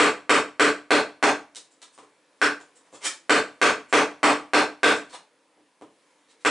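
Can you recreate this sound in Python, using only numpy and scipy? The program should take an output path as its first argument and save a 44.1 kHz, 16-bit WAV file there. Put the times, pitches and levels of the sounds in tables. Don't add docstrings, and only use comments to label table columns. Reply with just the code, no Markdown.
import sys
import numpy as np
from scipy import signal
from scipy.fft import rfft, irfft
from scipy.io import wavfile
from scipy.ndimage import uniform_filter1d, minimum_filter1d

SR = 44100
rng = np.random.default_rng(int(sys.argv[2]) if len(sys.argv) > 2 else 0)


def invert_db(level):
    return 10 ** (np.asarray(level, dtype=float) / 20)


def int16_out(signal):
    q = np.round(np.clip(np.atleast_2d(signal).T, -1, 1) * 32767)
    wavfile.write(sys.argv[1], SR, q.astype(np.int16))


N = 286650
LEAD = 2048
FORERUN = 132
HZ = np.fft.rfftfreq(32768, 1 / SR)

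# f/Hz, width/Hz, level/dB
BENCH = [(294.4, 8.1, 4), (295.6, 81, -2), (397.2, 6.2, -8), (435.8, 37, 4.5), (493.3, 15, 3.5),
         (604, 170, -2.5), (711, 19, -2.5)]
# f/Hz, width/Hz, level/dB
FLOORBOARDS = [(83, 4.5, -16.5), (116, 7.4, -15.5)]


def blow(force_db, off, bite, edge_hz):
    # f/Hz, level/dB
    push = [(60, -53), (170, -30), (280, -11), (900, 1.04), (2500, -4), (5000, -21.5), (8500, -18.5),
            (11000, -35.5)]
    # f/Hz, width/Hz, level/dB
    mallet = [(1500, 52, -3), (1562.5, 37, -3.5), (1530, 310, -3)]
    handle = [(1151, 83, 6), (1230, 75, -11), (1330, 210, -3)]
    steel = [(1940, 78, 7.5), (2694, 420, 4), (3536, 41, 2.5), (4360, 620, -1.5), (5330, 240, -4),
             (5650, 66, -5.5), (7700, 1100, -16.5)]
    headroom_db = 65
    spread_db = 1.5

    thud_db = -31 + force_db
    body_db = -34.5 + force_db + 11 * bite
    handle_db = -31.5 + 0.89 * force_db - 6.5 * bite
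    handle_db += 10 * off
    ring_db = -21 + 0.12 * force_db + 20 * np.log10(np.clip(1 - off, 0.01, 1))
    crack_db = -28 + 0.67 * force_db - 1.5 * bite

    luck = rng.standard_normal(16)
    between_db = 0.5 * (handle_db + crack_db)
    tilt = [(420, thud_db), (750, body_db), (1200, handle_db), (2200, between_db), (4000, crack_db)]
    power = invert_db(read(push, HZ) + read(tilt, HZ)) ** 2
    power += rings(BENCH, thud_db + 5.5, luck, spread_db, 0.0099)
    power += rings(handle, handle_db, luck[9:], spread_db, 0.011)
    power += rings(mallet, ring_db + 1, luck[6:], spread_db, 0.0054)
    power += rings(steel, crack_db - 11, luck[3:], spread_db, 0.0091)
    power += rings(FLOORBOARDS, thud_db - 8.5, luck[2:], spread_db, 0.01)
    edge_db = 6.5 / (1 + (2 * (HZ / edge_hz - 1) / 0.11) ** 2)

    knock = splintered(causal(10 * np.log10(power) + edge_db), 0.004)
    sound = np.r_[np.zeros(FORERUN), knock]
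    sound[:len(knock)] += invert_db(-46) * signal.lfilter(*signal.butter(2, 0.1), knock)
    return invert_db(headroom_db) * sound


def rings(modes, db, luck, spread_db, detune):
    hz, width_hz, peak_db = np.transpose(modes)[:, :, None]
    strength = luck[:len(modes), None]
    shift = luck[::-1][:len(modes), None]
    off = 2 * (HZ - hz * (1 + detune * shift)) / width_hz
    skirt = np.minimum(HZ / hz, hz / (HZ + 1)) ** 6
    return (invert_db(db + peak_db + spread_db * strength) ** 2 / (1 + off ** 2) * skirt).sum(0)


def causal(db):
    log_gain = np.log(invert_db(np.maximum(np.r_[db, db[-2:0:-1]], -100)))
    return np.fft.ifft(np.exp(np.conj(signal.hilbert(log_gain)))).real


def splintered(x, lag_s):
    steps_hz = np.arange(0, SR / 2, 700)
    uneven = np.interp(HZ, steps_hz, 0.33 + 0.7 * rng.random(len(steps_hz)))
    treble = np.clip(HZ / 3000 - 0.6, 0, 1)
    lag = lag_s * uniform_filter1d(uneven, size=400) * treble
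    late = irfft(rfft(x) * np.exp(-2j * np.pi * np.cumsum(lag) * HZ[1]))
    return late[:24000] * np.hanning(48000)[24000:]


def tear(length_s, *colour):
    u = np.arange(4096) / SR / max(length_s, 0.004)
    size = invert_db(2.5 * rng.exponential(1, 4096)) * rng.standard_normal(4096)
    return invert_db(36.5) * tint(size * u ** 0.91 * (u < 1), *colour)


def snap(*colour):
    return invert_db(33) * tint(np.exp(-np.arange(64) / 0.13), *colour)


def tint(x, level_db, heft, ring_hz):
    anchors_hz = [110, 300, 1100, 1500, 3000, 5000, 9000, 11000]
    middle_db = [-12.5, -0.5, 7, 2.5, 0.9, -1.5, 0, -16]
    swing_db = [45.5, 36, 16.5, -6.5, -11, -26, -24.5, -26]
    heavier = heft - 0.5
    colour_db = level_db + np.array(middle_db) + heavier * np.array(swing_db)
    ring_db = 9 / (1 + ((HZ - ring_hz) / (14 + 0.057 * ring_hz)) ** 2)
    bench = rings(BENCH + FLOORBOARDS, level_db + heavier * 42.5, np.zeros(16), 0, 0)
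    power = invert_db(read(np.c_[anchors_hz, colour_db], HZ) + ring_db) ** 2 + bench
    pulse = causal(10 * np.log10(power))[:8192] * np.hanning(16384)[8192:]
    return signal.fftconvolve(unit(x), pulse)


def workshop(x):
    # f/Hz, t60/s
    decay = [(100, 0.39), (260, 0.26), (700, 0.28), (1800, 0.25), (5000, 0.25), (10000, 0.23)]
    # t/s, level/dB
    echoes = [(.0058, -13), (.0085, 6), (.0103, 2), (.016, -9.5), (.021, -13), (.026, -3)]
    loft_db, loft_slower = -23, 1.76

    hz, z = pair(420, size=256)
    t = np.arange(z.shape[2]) * 64 / SR
    fade_db = -60 * t / read(decay, hz)[:, None]
    z = z * np.hypot(invert_db(fade_db), invert_db(loft_db + fade_db / loft_slower))
    tail = signal.istft(z, nperseg=256, noverlap=192)[1]
    build_up = np.clip((np.arange(tail.shape[1]) / SR - 0.001) / 0.012, 0, 1)
    tail = invert_db(21.5) * tail / np.linalg.norm(tail[0]) * build_up
    tail[:, 0] += 1
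    for k, (s, db) in enumerate(echoes):
        skew = np.array([1, -1]) * (k % 3 - 1)
        tail[[0, 1], round(s * SR) + skew] += (-1) ** k * invert_db(db)
    return signal.fftconvolve(x[None], tail / np.linalg.norm(tail[0]), axes=1)[:, LEAD:LEAD + N]


def hum():
    # t/s, level/dB
    course = [(0, -69), (2.899, -61.5), (5.299, -65), (5.799, -65.5), (6.0, -62), (6.5, -64)]
    # f/Hz, level/dB per Hz
    colour = [(18, -80), (30, -53.5), (170, -20), (400, -17.5), (800, -14.5), (2200, -17), (6000, -24),
              (11000, -25)]
    # f/Hz, width/Hz, level/dB
    resonances = [(163, 14, 10.5), (297.3, 21, 15), (496, 160, 10.5), (1000, 150, 6.5), (1770, 300, 2.5)]
    hz, z = pair(N // 256 + 5, size=1024)
    noise = rng.standard_normal(z.shape[:0:-1]).T
    patches_db = 1.2 * evened(uniform_filter1d(uniform_filter1d(noise, 8, 0), 20, 1))
    colour_db = read(colour, hz)
    for f, width_hz, db in resonances:
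        colour_db = colour_db + db / (1 + (2 * (hz - f) / width_hz) ** 2)
    z = z * invert_db(colour_db[:, None] + patches_db)
    air = signal.istft(z, nperseg=1024, noverlap=768)[1][:, :N]
    return evened(air) * invert_db(np.interp(np.arange(N) / SR, *np.transpose(course)))


def pair(frames, size):
    # f/Hz, likeness/0-1
    likeness = [(60, .94), (200, .99), (500, .97), (1000, .92), (2000, .87), (4000, .84), (8000, .79)]
    hz = np.fft.rfftfreq(size, 1 / SR)
    a, b, c, d = rng.standard_normal((frames, len(hz), 4)).T
    same = np.clip(read(likeness, hz), 0, 1)[:, None]
    mid = np.sqrt((1 + same) / 2) * (a + 1j * b)
    side = np.sqrt((1 - same) / 2) * (c + 1j * d)
    return hz, np.array([mid + side, mid - side])


def read(points, hz):
    f, value = np.transpose(points)
    return np.interp(np.log(hz + 1), np.log(f + 1), value)


def evened(x):
    return x / np.sqrt(np.mean(x ** 2) + 1e-20)


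def unit(x):
    return x / np.linalg.norm(x)


def add(mix, s, sound):
    part = mix[round(s * SR) + LEAD:][:len(sound)]
    part += sound[:len(part)]


def scene():
    # t/s, force/dB, off face centre/0-1, bite into solid wood/0-1, buried edge f/Hz
    blows = [(-0.012, 1, 0.4, 0.3, 7600), (0.2945, 0, 0.5, 0.2, 7730), (0.5966, -1, 0.2, 0, 7700),
             (0.9065, -1.5, .3, .6, 4180), (1.227, -3, 0.6, 1, 6460), (2.4155, -12, 0.4, 0.6, 5380),
             (3.2954, -1, 0.3, .3, 7700), (3.6153, -0.5, 0.29, .15, 6440), (3.9267, 1, 0.5, 0.6, 6060),
             (4.231, 0, .95, 0.8, 7920), (4.5346, -1.6, .5, .8, 4200), (4.832, 2, 0, 0.2, 3670),
             (6.4495, -14.5, .75, 0.7, 7600)]
    # t/s, level/dB, heft/0-1, ring f/Hz
    snaps = [(1.5493, -56, 0, 3000), (1.5582, -50.5, 0, 3820), (1.567, -59.5, .8, 480),
             (1.818, -53, 0.26, 4140), (1.821, -51, 0.44, 3700), (1.9785, -50, 0.66, 1110),
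             (2.603, -51.5, 0.63, 7050), (2.855, -65, 0.6, 1650), (2.928, -54.5, 0.9, 500),
             (5.569, -73, 1, 310), (5.599, -73, 0.99, 310), (5.813, -50.5, 0.88, 306)]
    # t/s, length/s, level/dB, heft/0-1, ring f/Hz
    tears = [(1.699, 0.023, -73.5, 0.13, 7500), (1.918, 0.027, -72, 0.04, 8800),
             (1.99, .04, -58.5, 0.8, 474), (2.332, 0.11, -70, 0.5, 5000), (2.748, 0.016, -69.5, 0.1, 7700),
             (2.917, 0.033, -52.5, 0.48, 7400), (3.003, 0.027, -46.5, 0.5, 2180),
             (3.03, .031, -30.5, 0.29, 2265), (3.882, 0.018, -60.5, 0.4, 7400),
             (4.945, .02, -51.5, 0.3, 7650), (5.082, .02, -58, 0.4, 4450), (5.114, .028, -43.5, 0.6, 3970),
             (6.272, 0.033, -66, 0.3, 4060), (6.389, 0.027, -67, .33, 3820)]
    near_db = -14.5

    small = [(s, snap(*row)) for s, *row in snaps]
    small += [(s, tear(*row)) for s, *row in tears]
    sounds = [(s - FORERUN / SR, blow(*row)) for s, *row in blows] + small
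    spots = np.abs(1 + 0.83 * rng.standard_normal((len(sounds), 3)))
    paths, near = np.zeros((3, N + LEAD)), np.zeros(N + LEAD)
    for (s, sound), spot in zip(sounds, spots):
        for path, share in zip(paths, unit(spot)):
            add(path, s, share * sound)
    for s, sound in small:
        add(near, s, sound)
    return sum(workshop(path) for path in paths) + invert_db(near_db) * near[LEAD:] + hum()


def roll_off(x):
    return signal.sosfilt(signal.butter(12, 11200, fs=SR, output="sos"), x)


def record(dry):
    threshold_db, release_db_per_s = -8, 420
    peak_db = 20 * np.log10(-minimum_filter1d(-abs(dry).max(0), size=193) + 1e-9)
    fall_db = np.arange(N) * release_db_per_s / SR
    envelope_db = np.maximum.accumulate(peak_db + fall_db) - fall_db
    over_db = np.maximum(envelope_db - threshold_db, 0)
    held = dry / invert_db(0.86 * uniform_filter1d(over_db, size=97))
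    held = signal.sosfilt(signal.butter(2, 120, "highpass", fs=SR, output="sos"), held)
    band_limit = signal.firwin(201, 11000, window=("kaiser", 5.2), fs=SR)
    mix = signal.oaconvolve(held, band_limit[None], "same")
    return roll_off(mix)


dry = scene()
out = record(dry)
int16_out(out)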